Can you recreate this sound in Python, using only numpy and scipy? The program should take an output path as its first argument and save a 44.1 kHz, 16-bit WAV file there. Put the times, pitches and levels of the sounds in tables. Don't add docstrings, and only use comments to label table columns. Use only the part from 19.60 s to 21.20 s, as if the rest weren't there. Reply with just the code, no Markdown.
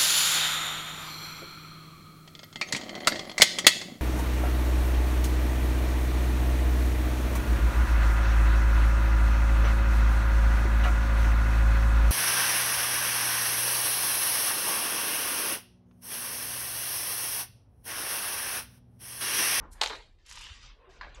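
import sys
import numpy as np
from scipy import signal
from scipy.fft import rfft, irfft
from scipy.io import wavfile
from scipy.ndimage import uniform_filter1d

SR = 44100
rng = np.random.default_rng(int(sys.argv[2]) if len(sys.argv) > 2 else 0)


def decibels_to_gain(level_db):
    exponent = np.asarray(level_db, float) / 20
    return 10 ** exponent


def unload_wav(signal):
    wavfile.write(
        sys.argv[1],
        SR,
        np.round(np.clip(np.atleast_2d(signal).T, -1, 1) * 32767).astype(np.int16),
    )


N = 70560

EDGES = 12 * 2 ** np.arange(0, 10.6, 1 / 3)
CENTRES = np.sqrt(EDGES[1:] * EDGES[:-1])

# f/Hz, density/dB per Hz
CREASE_COLOUR = [(150, -52.5), (250, -18), (760, 0.5), (1640, -9.5), (2050, -2), (4300, -7), (5200, -11),
                 (7300, -10), (11000, -24.5), (15000, -38.5)]
# f/Hz, density/dB per Hz
PILE_COLOUR = [(240, -50), (500, -16.5), (1000, -0.5), (1360, -8.5), (1630, -2), (2480, -12), (5000, -15),
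               (5700, -35.5), (7100, -34), (7700, -67)]
# f/Hz, density/dB per Hz
SLIDING_COLOUR = [(290, -35), (500, -10), (700, -19), (923, -2), (1300, -3.5), (2940, 1), (6500, -6),
                  (9480, -24), (12200, -25), (14000, -62)]


def at_hz(points, hz):
    points = np.array(points)
    return np.interp(np.log(hz), np.log(points[:, 0]), points[:, 1])


def rms_one(x):
    return x / np.sqrt(np.mean(x ** 2) + 1e-20)


def in_time(rows, column):
    rows = np.array(rows)
    return np.interp(np.arange(N) / SR, rows[:, 0], rows[:, column], left=-140, right=-140)


def swell(s, db, rise, fall_db):
    t = np.maximum(np.arange(N) / SR - s, 0)
    return decibels_to_gain(db - fall_db * t) * np.clip(t / rise, 0, 1)


def band(x, k):
    run_in = 8192
    sos = signal.butter(4, EDGES[k:k + 2], "band", fs=SR, output="sos")
    return signal.sosfilt(sos, np.concatenate([x[-run_in:], x]))[run_in:]


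def bank(sources):
    return [band(sources[k % 2], k) for k in range(len(CENTRES))]


def drift(rate):
    step = 40
    r = np.exp(-2 * np.pi * rate * step / SR)
    white = rng.standard_normal(N // step + 2002)
    slow = signal.lfilter([1], [1, -2 * r, r * r], white)[2000:]
    return np.interp(np.arange(N) / step, np.arange(len(slow)), rms_one(slow))


def coloured(bands, colour, patchy_db=0, top_hz=SR):
    top_fall, shared_flicker = 48.5, .7
    out, power, together = 0, 0, drift(30)
    for k, hz in enumerate(CENTRES):
        if colour[0][0] <= hz <= colour[-1][0]:
            octaves_over = np.maximum(np.log2(hz / top_hz), 0)
            gain = decibels_to_gain(at_hz(colour, hz) - top_fall * octaves_over)
            flicker = decibels_to_gain(patchy_db * (shared_flicker * together + drift(38)))
            out = out + gain * flicker * bands[k]
            power = power + gain ** 2 * (EDGES[k + 1] - EDGES[k]) * 2 / SR
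    return out / np.sqrt(power)


def sing(rows, width_hz):
    hz = np.interp(np.arange(N) / SR, *np.array(rows)[:, :2].T)
    carrier = np.exp(2j * np.pi * np.cumsum(hz) / SR)
    sos = signal.butter(2, width_hz / 2, fs=SR, output="sos")
    slow = signal.sosfilt(sos, rng.standard_normal((2, N)))
    tone = np.real((slow[0] + 1j * slow[1]) * carrier)
    return decibels_to_gain(in_time(rows, 2)) * rms_one(tone)


def snaps(rows, colour):
    boost_db, boost_width_oct = 9.5, 0.23
    evenness = .8
    crisp_db, crisp_hz, weak_dulling = -12, 5000, .7
    out, size = np.zeros(N + 2048), 1024
    t = np.arange(size) / SR
    hz = np.maximum(np.fft.rfftfreq(2 * size, 1 / SR), 20)
    for (s, db, pitch_hz, length), noise in zip(rows, rng.standard_normal((len(rows), size))):
        off_pitch = np.log2(hz / pitch_hz) / boost_width_oct
        level = at_hz(colour, hz) + boost_db * np.exp(-.5 * off_pitch ** 2)
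        raw = rfft(noise * t * np.exp(-2 * t / length), 2 * size)
        level = level - evenness * 10 * np.log10(uniform_filter1d(np.abs(raw) ** 2, size=9))
        octaves_over = np.maximum(np.log2(hz / max(crisp_hz, pitch_hz)), 0)
        level = level - weak_dulling * np.clip(crisp_db - db, 0, 20) * octaves_over
        cepstrum = irfft(level * np.log(10) / 20)
        cepstrum[1:size] *= 2
        cepstrum[size + 1:] = 0
        burst = irfft(raw * np.exp(rfft(cepstrum)))
        start = int(s * SR)
        out[start:start + 2 * size] += decibels_to_gain(db) * burst / np.abs(burst).max()
    return out[:N]


def grains():
    clicks_per_s, spread_db, click_share = 3800, 4, 0.19
    sizes = decibels_to_gain(spread_db * np.minimum(rng.exponential(1, N), 5)) * rng.choice([-1, 1], N)
    clicks = rms_one(sizes * (rng.random(N) < clicks_per_s / SR))
    return np.sqrt(click_share) * clicks + np.sqrt(1 - click_share) * rng.standard_normal((2, N))


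def ventilation(noise):
    # t/s, level/dB
    rumble_curve = [(0, -43), (.04, -48.5), (.12, -51), (.226, -59), (.3, -53.5), (.53, -55.5), (.64, -61),
                    (.78, -53), (.91, -54), (1.0, -52), (1.06, -51.5), (1.2, -60.5), (1.5, -51), (1.6, -50)]
    # f/Hz, density/dB per Hz
    rumble_colour = [(16, -30), (24, -8), (36, 3), (70, -11), (130, -21), (236, -31), (400, -42),
                     (700, -60)]
    # f/Hz, density/dB per Hz
    hiss_colour = [(180, -36), (300, -8), (990, -20), (1500, -28), (6000, -49), (9000, -38.5), (15000, -47)]
    rumble = decibels_to_gain(in_time(rumble_curve, 1)) * coloured(noise, rumble_colour)
    return rumble + decibels_to_gain(-79.5) * coloured(noise, hiss_colour, patchy_db=.4)


def first_rub(noise):
    # t/s, level/dB
    rub_curve = [(0.0, -52), (0.052, -51), (0.138, -69.5), (.17, -70), (.21, -71)]
    # f/Hz, density/dB per Hz
    rub_colour = [(100, -23), (200, -2.5), (600, -8.5), (1000, -0.5), (1500, -6.5), (2100, -18),
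                  (3560, -33), (6500, -40.5), (8000, -67)]
    return decibels_to_gain(in_time(rub_curve, 1)) * coloured(noise, rub_colour)


def flick(texture):
    # t/s, level/dB
    flick_curve = [(.098, -106), (.118, -60.5), (.135, -54.5), (.15, -67), (.2, -75.5), (.212, -77.5)]
    # f/Hz, density/dB per Hz
    flick_colour = [(1290, -49.5), (2200, -10), (2820, -15.5), (3890, -7.5), (9180, -2), (12700, -8.5),
                    (15000, -44.5)]
    return decibels_to_gain(in_time(flick_curve, 1)) * coloured(texture, flick_colour, patchy_db=0.5)


def bend(noise):
    # t/s, level/dB
    bend_curve = [(.13, -80), (0.156, -64.5), (0.206, -58.5), (.215, -53)]
    return decibels_to_gain(in_time(bend_curve, 1)) * coloured(noise, PILE_COLOUR)


def crease_snaps():
    # t/s, peak level/dB, main pitch f/Hz, burst length/s
    crease_events = [(.2129, -15, 3840, 0.0019), (.2151, -12.5, 4200, 0.0014), (.2152, -19.5, 1030, 0.0038),
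                     (.2222, -21.5, 990, 0.0028), (.2228, -24.5, 3900, 0.0033),
                     (.2270, -33.5, 2900, 0.0011), (.2315, -23.5, 4200, 0.0022),
                     (.2345, -14.5, 4220, 0.0017), (.2388, -16.5, 1480, 0.0019), (.2460, -27, 950, 0.00093),
                     (.2500, -29.5, 2980, 0.00093), (.2600, -18, 3900, 0.0019), (.2645, -31, 3800, 0.0029),
                     (.2695, -32.5, 2250, 0.0012), (.2736, -22, 5940, 0.0016), (.2800, -34, 4000, 0.0036),
                     (.2965, -30.5, 4100, 0.003), (.3030, -29, 3600, 0.002), (.352, -36.5, 4060, 0.0067)]
    return snaps(crease_events, CREASE_COLOUR)


def crumple(texture):
    # t/s, level/dB, rise/s, fall/dB per s
    after_snaps = (.214, -36, .003, 150)
    # t/s, level/dB, rise/s, fall/dB per s
    flop_swell = (.297, -40, .008, 220)
    # t/s, level/dB, rise/s, fall/dB per s
    after_tap = (1.411, -49, .003, 110)
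    # f/Hz, density/dB per Hz
    flop_colour = [(130, -40), (220, -9), (400, 0), (700, -4), (950, -6), (1700, -6), (2500, -12),
                   (4000, -30)]
    since = np.clip(np.arange(N) / SR - after_snaps[0], 0, .25)
    top_hz = 15000 * 2 ** (-2.5 * since)
    creasing = swell(*after_snaps) * coloured(texture, CREASE_COLOUR, patchy_db=2.2, top_hz=top_hz)
    flop = swell(*flop_swell) * coloured(texture, flop_colour)
    settling = swell(*after_tap) * coloured(texture, PILE_COLOUR, patchy_db=2.2)
    return creasing + flop + settling


def flop_snaps():
    # t/s, peak level/dB, main pitch f/Hz, burst length/s
    flop_events = [(.2995, -34, 706, 0.0023), (.3035, -40, 1750, 0.0045), (.3040, -34, 377, 0.0056),
                   (.3095, -39.5, 1760, 0.005), (.3128, -36.5, 1010, 0.0019), (.3235, -42, 1390, .002),
                   (.328, -33, 1570, 0.0037), (.3315, -34, 1010, 0.0043), (.350, -36.5, 1740, 0.0022)]
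    return snaps(flop_events, PILE_COLOUR)


def slide(texture):
    # t/s, level/dB, top of band f/Hz
    slide_curve = [(.582, -106, 7180), (.587, -75.5, 7100), (.645, -77, 6920), (.662, -61.5, 12500),
                   (.697, -55.5, 12500), (.78, -50.5, 12600), (.88, -50.5, 10000), (.96, -55.5, 8600),
                   (1.0, -60, 7760), (1.03, -54, 8840), (1.1, -57.5, 5250), (1.135, -65.5, 4620),
                   (1.2, -93, 4500), (1.24, -89, 3500)]
    # t/s, level/dB, top of band f/Hz
    settle_curve = [(1.245, -75, 3560), (1.291, -73.5, 3660), (1.3, -64.5, 12200), (1.35, -64, 9970),
                    (1.401, -65.5, 4500), (1.5, -90.5, 6500), (1.54, -91, 6800), (1.559, -59, 9500),
                    (1.6, -73, 9500)]
    # t/s, pitch f/Hz, level/dB
    start_squeak = [(.581, 1800, -95), (.586, 1794, -76.5), (.645, 1714, -75), (.66, 1680, -92)]
    # t/s, pitch f/Hz, level/dB
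    sheet_song = [(.655, 2900, -92), (.665, 2900, -74), (.75, 2950, -77), (.78, 2850, -74),
                  (.83, 2900, -53), (.89, 2900, -55), (.93, 2880, -66), (1.0, 2850, -66)]
    points = slide_curve + settle_curve
    top_hz = np.interp(np.arange(N) / SR, *np.array(points)[:, [0, 2]].T)
    drag = decibels_to_gain(in_time(points, 1)) * coloured(texture, SLIDING_COLOUR, top_hz=top_hz)
    return drag + sing(sheet_song, width_hz=250) + sing(start_squeak, width_hz=110)


def catches():
    # t/s, peak level/dB
    catch_events = [(0.6615, -48.5), (0.6827, -51), (0.693, -42.5), (0.699, -51), (0.71, -49),
                    (0.7234, -41), (.7330, -57), (0.754, -42.5), (0.759, -55), (0.7847, -44.5),
                    (.7890, -61), (0.809, -42), (0.818, -49), (0.836, -48)]
    shape = sum(swell(s, db - 2, rise=0.0032, fall_db=13.4 / 0.009) for s, db in catch_events)
    soft = signal.lfilter(*signal.butter(2, 6500, fs=SR), rng.standard_normal(N))
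    sos = signal.butter(6, [5030, 11700], "band", fs=SR, output="sos")
    return shape * rms_one(signal.sosfilt(sos, soft))


def fibre_snaps():
    # t/s, peak level/dB, main pitch f/Hz, burst length/s
    fibre_events = [(.691, -45, 4400, .003), (.703, -47, 4360, 0.0078), (.7128, -34, 8300, 0.00076),
                    (.7205, -44, 1070, 0.0037), (.7215, -41, 1740, 0.0017), (.7548, -41.5, 980, .002),
                    (.7715, -35.5, 910, 0.0058), (.7730, -46, 1720, .002), (.7825, -36.5, 5740, 0.0004),
                    (.8000, -46, 2380, 0.00037), (.8060, -47, 2400, 0.0012), (.8062, -39, 930, 0.0059),
                    (.827, -47, 2930, 0.0069), (.8665, -40, 2940, 0.00069), (.8670, -37, 1820, .002),
                    (.8910, -44, 3470, 0.0013)]
    return snaps(fibre_events, SLIDING_COLOUR)


def nudges():
    # t/s, peak level/dB, pitch f/Hz, length/s
    nudge_events = [
        (.895, -41, 70, .045),
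    ]
    t, out = np.arange(N) / SR, 0
    for s, db, hz, length in nudge_events:
        window = np.sin(np.pi * np.clip((t - s) / length, 0, 1)) ** 2
        out = out + decibels_to_gain(db) * window * np.sin(2 * np.pi * hz * (t - s))
    return out


def last_rub(noise):
    # t/s, level/dB
    late_curve = [(1.12, -79), (1.228, -64.5), (1.302, -61.5), (1.312, -65), (1.404, -61.5), (1.41, -65),
                  (1.474, -53), (1.504, -68), (1.6, -57)]
    # f/Hz, density/dB per Hz
    late_colour = [(120, -58), (200, -32.5), (447, -11), (650, -12), (863, -15.5), (1050, -11.5),
                   (2290, -24.5), (3000, -23), (3900, -55), (6600, -120)]
    # t/s, pitch f/Hz, level/dB
    low_mode = [(1.15, 438, -81), (1.18, 433, -72), (1.215, 487.4, -65), (1.26, 452, -64.5),
                (1.275, 404, -52), (1.305, 385, -56), (1.325, 390, -80)]
    # t/s, pitch f/Hz, level/dB
    high_mode = [(1.17, 1060, -82), (1.21, 1060, -66), (1.27, 1052, -78), (1.31, 982, -76),
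                 (1.33, 965, -92)]
    friction = decibels_to_gain(in_time(late_curve, 1)) * coloured(noise, late_colour, patchy_db=.6)
    return friction + sing(low_mode, width_hz=35) + sing(high_mode, width_hz=44)


def pile_taps():
    # t/s, peak level/dB, main pitch f/Hz, burst length/s
    tap_events = [(1.4105, -30, 1650, 0.0017), (1.4112, -34.5, 1090, 0.0025), (1.4105, -39.5, 6960, .003),
                  (1.4200, -41, 1090, 0.0026), (1.4300, -41.5, 1710, 0.0033), (1.4330, -39, 1620, 0.00059),
                  (1.4365, -51, 1960, 0.0032), (1.4440, -41, 2020, 0.0042), (1.456, -51.5, 2010, 0.0054),
                  (1.466, -66, 1010, 0.0061), (1.478, -61, 1600, .006), (1.571, -50.5, 1000, 0.0028)]
    return snaps(tap_events, PILE_COLOUR)


def chirr():
    # f/Hz, bandwidth/Hz, level/dB
    corner_modes = [
        (3450, 170, -49.5),
        (6740, 470, -51.5),
        (7780, 320, -60.5),
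        (10800, 300, -78),
    ]
    noise, whistle = rng.standard_normal(N), 0
    for hz, width, db in corner_modes:
        sos = signal.butter(2, [hz - width / 2, hz + width / 2], "band", fs=SR, output="sos")
        whistle = whistle + decibels_to_gain(db) * rms_one(signal.sosfilt(sos, noise))
    return swell(1.5455, 0, rise=.003, fall_db=10.0 / 0.0097) * whistle


def room(x, level_db):
    # f/Hz, T60/s
    decay_times = [(250, 0.35), (1000, 0.27), (4000, 0.43), (8000, 0.29), (14000, 0.21)]
    t = np.arange(SR // 2) / SR
    white = rng.standard_normal((2, SR // 2))
    tail = 0
    for k, hz in enumerate(CENTRES):
        if hz > 150:
            tail = tail + band(white[k % 2], k) * decibels_to_gain(-60 * t / at_hz(decay_times, hz))
    tail = tail * np.clip(t / 0.00067, 0, 1) ** 2
    return decibels_to_gain(level_db) * signal.fftconvolve(x, tail / np.sqrt(np.sum(tail ** 2)))[:N]


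def shimmer(x):
    cells = signal.stft(x, nperseg=1024, noverlap=768)[2]
    chance = uniform_filter1d(rng.standard_normal(cells.shape), size=6, axis=1)
    chance = uniform_filter1d(chance, size=3, axis=0)
    gain = decibels_to_gain(3.2 * rms_one(chance))
    return signal.istft(cells * rms_one(gain), nperseg=1024, noverlap=768)[1][:N]


def scene():
    texture, noise = bank(grains()), bank(rng.standard_normal((2, N)))
    sharp = crease_snaps() + flop_snaps() + fibre_snaps() + pile_taps() + chirr()
    soft, edge = flick(texture) + slide(texture), catches()
    creases = crumple(texture)
    dull = first_rub(noise) + bend(noise) + last_rub(noise)
    reflected = room(sharp + creases + decibels_to_gain(1) * (soft + edge), level_db=-12.5)
    diffuse = soft + creases + dull + reflected
    mix = sharp + edge + shimmer(diffuse) + ventilation(noise) + nudges()
    return mix[None, :]


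def top_cut(x):
    return signal.sosfilt(signal.butter(12, 15130, fs=SR, output="sos"), x)


def record(dry):
    return top_cut(dry)


dry = scene()
out = record(dry)
unload_wav(out)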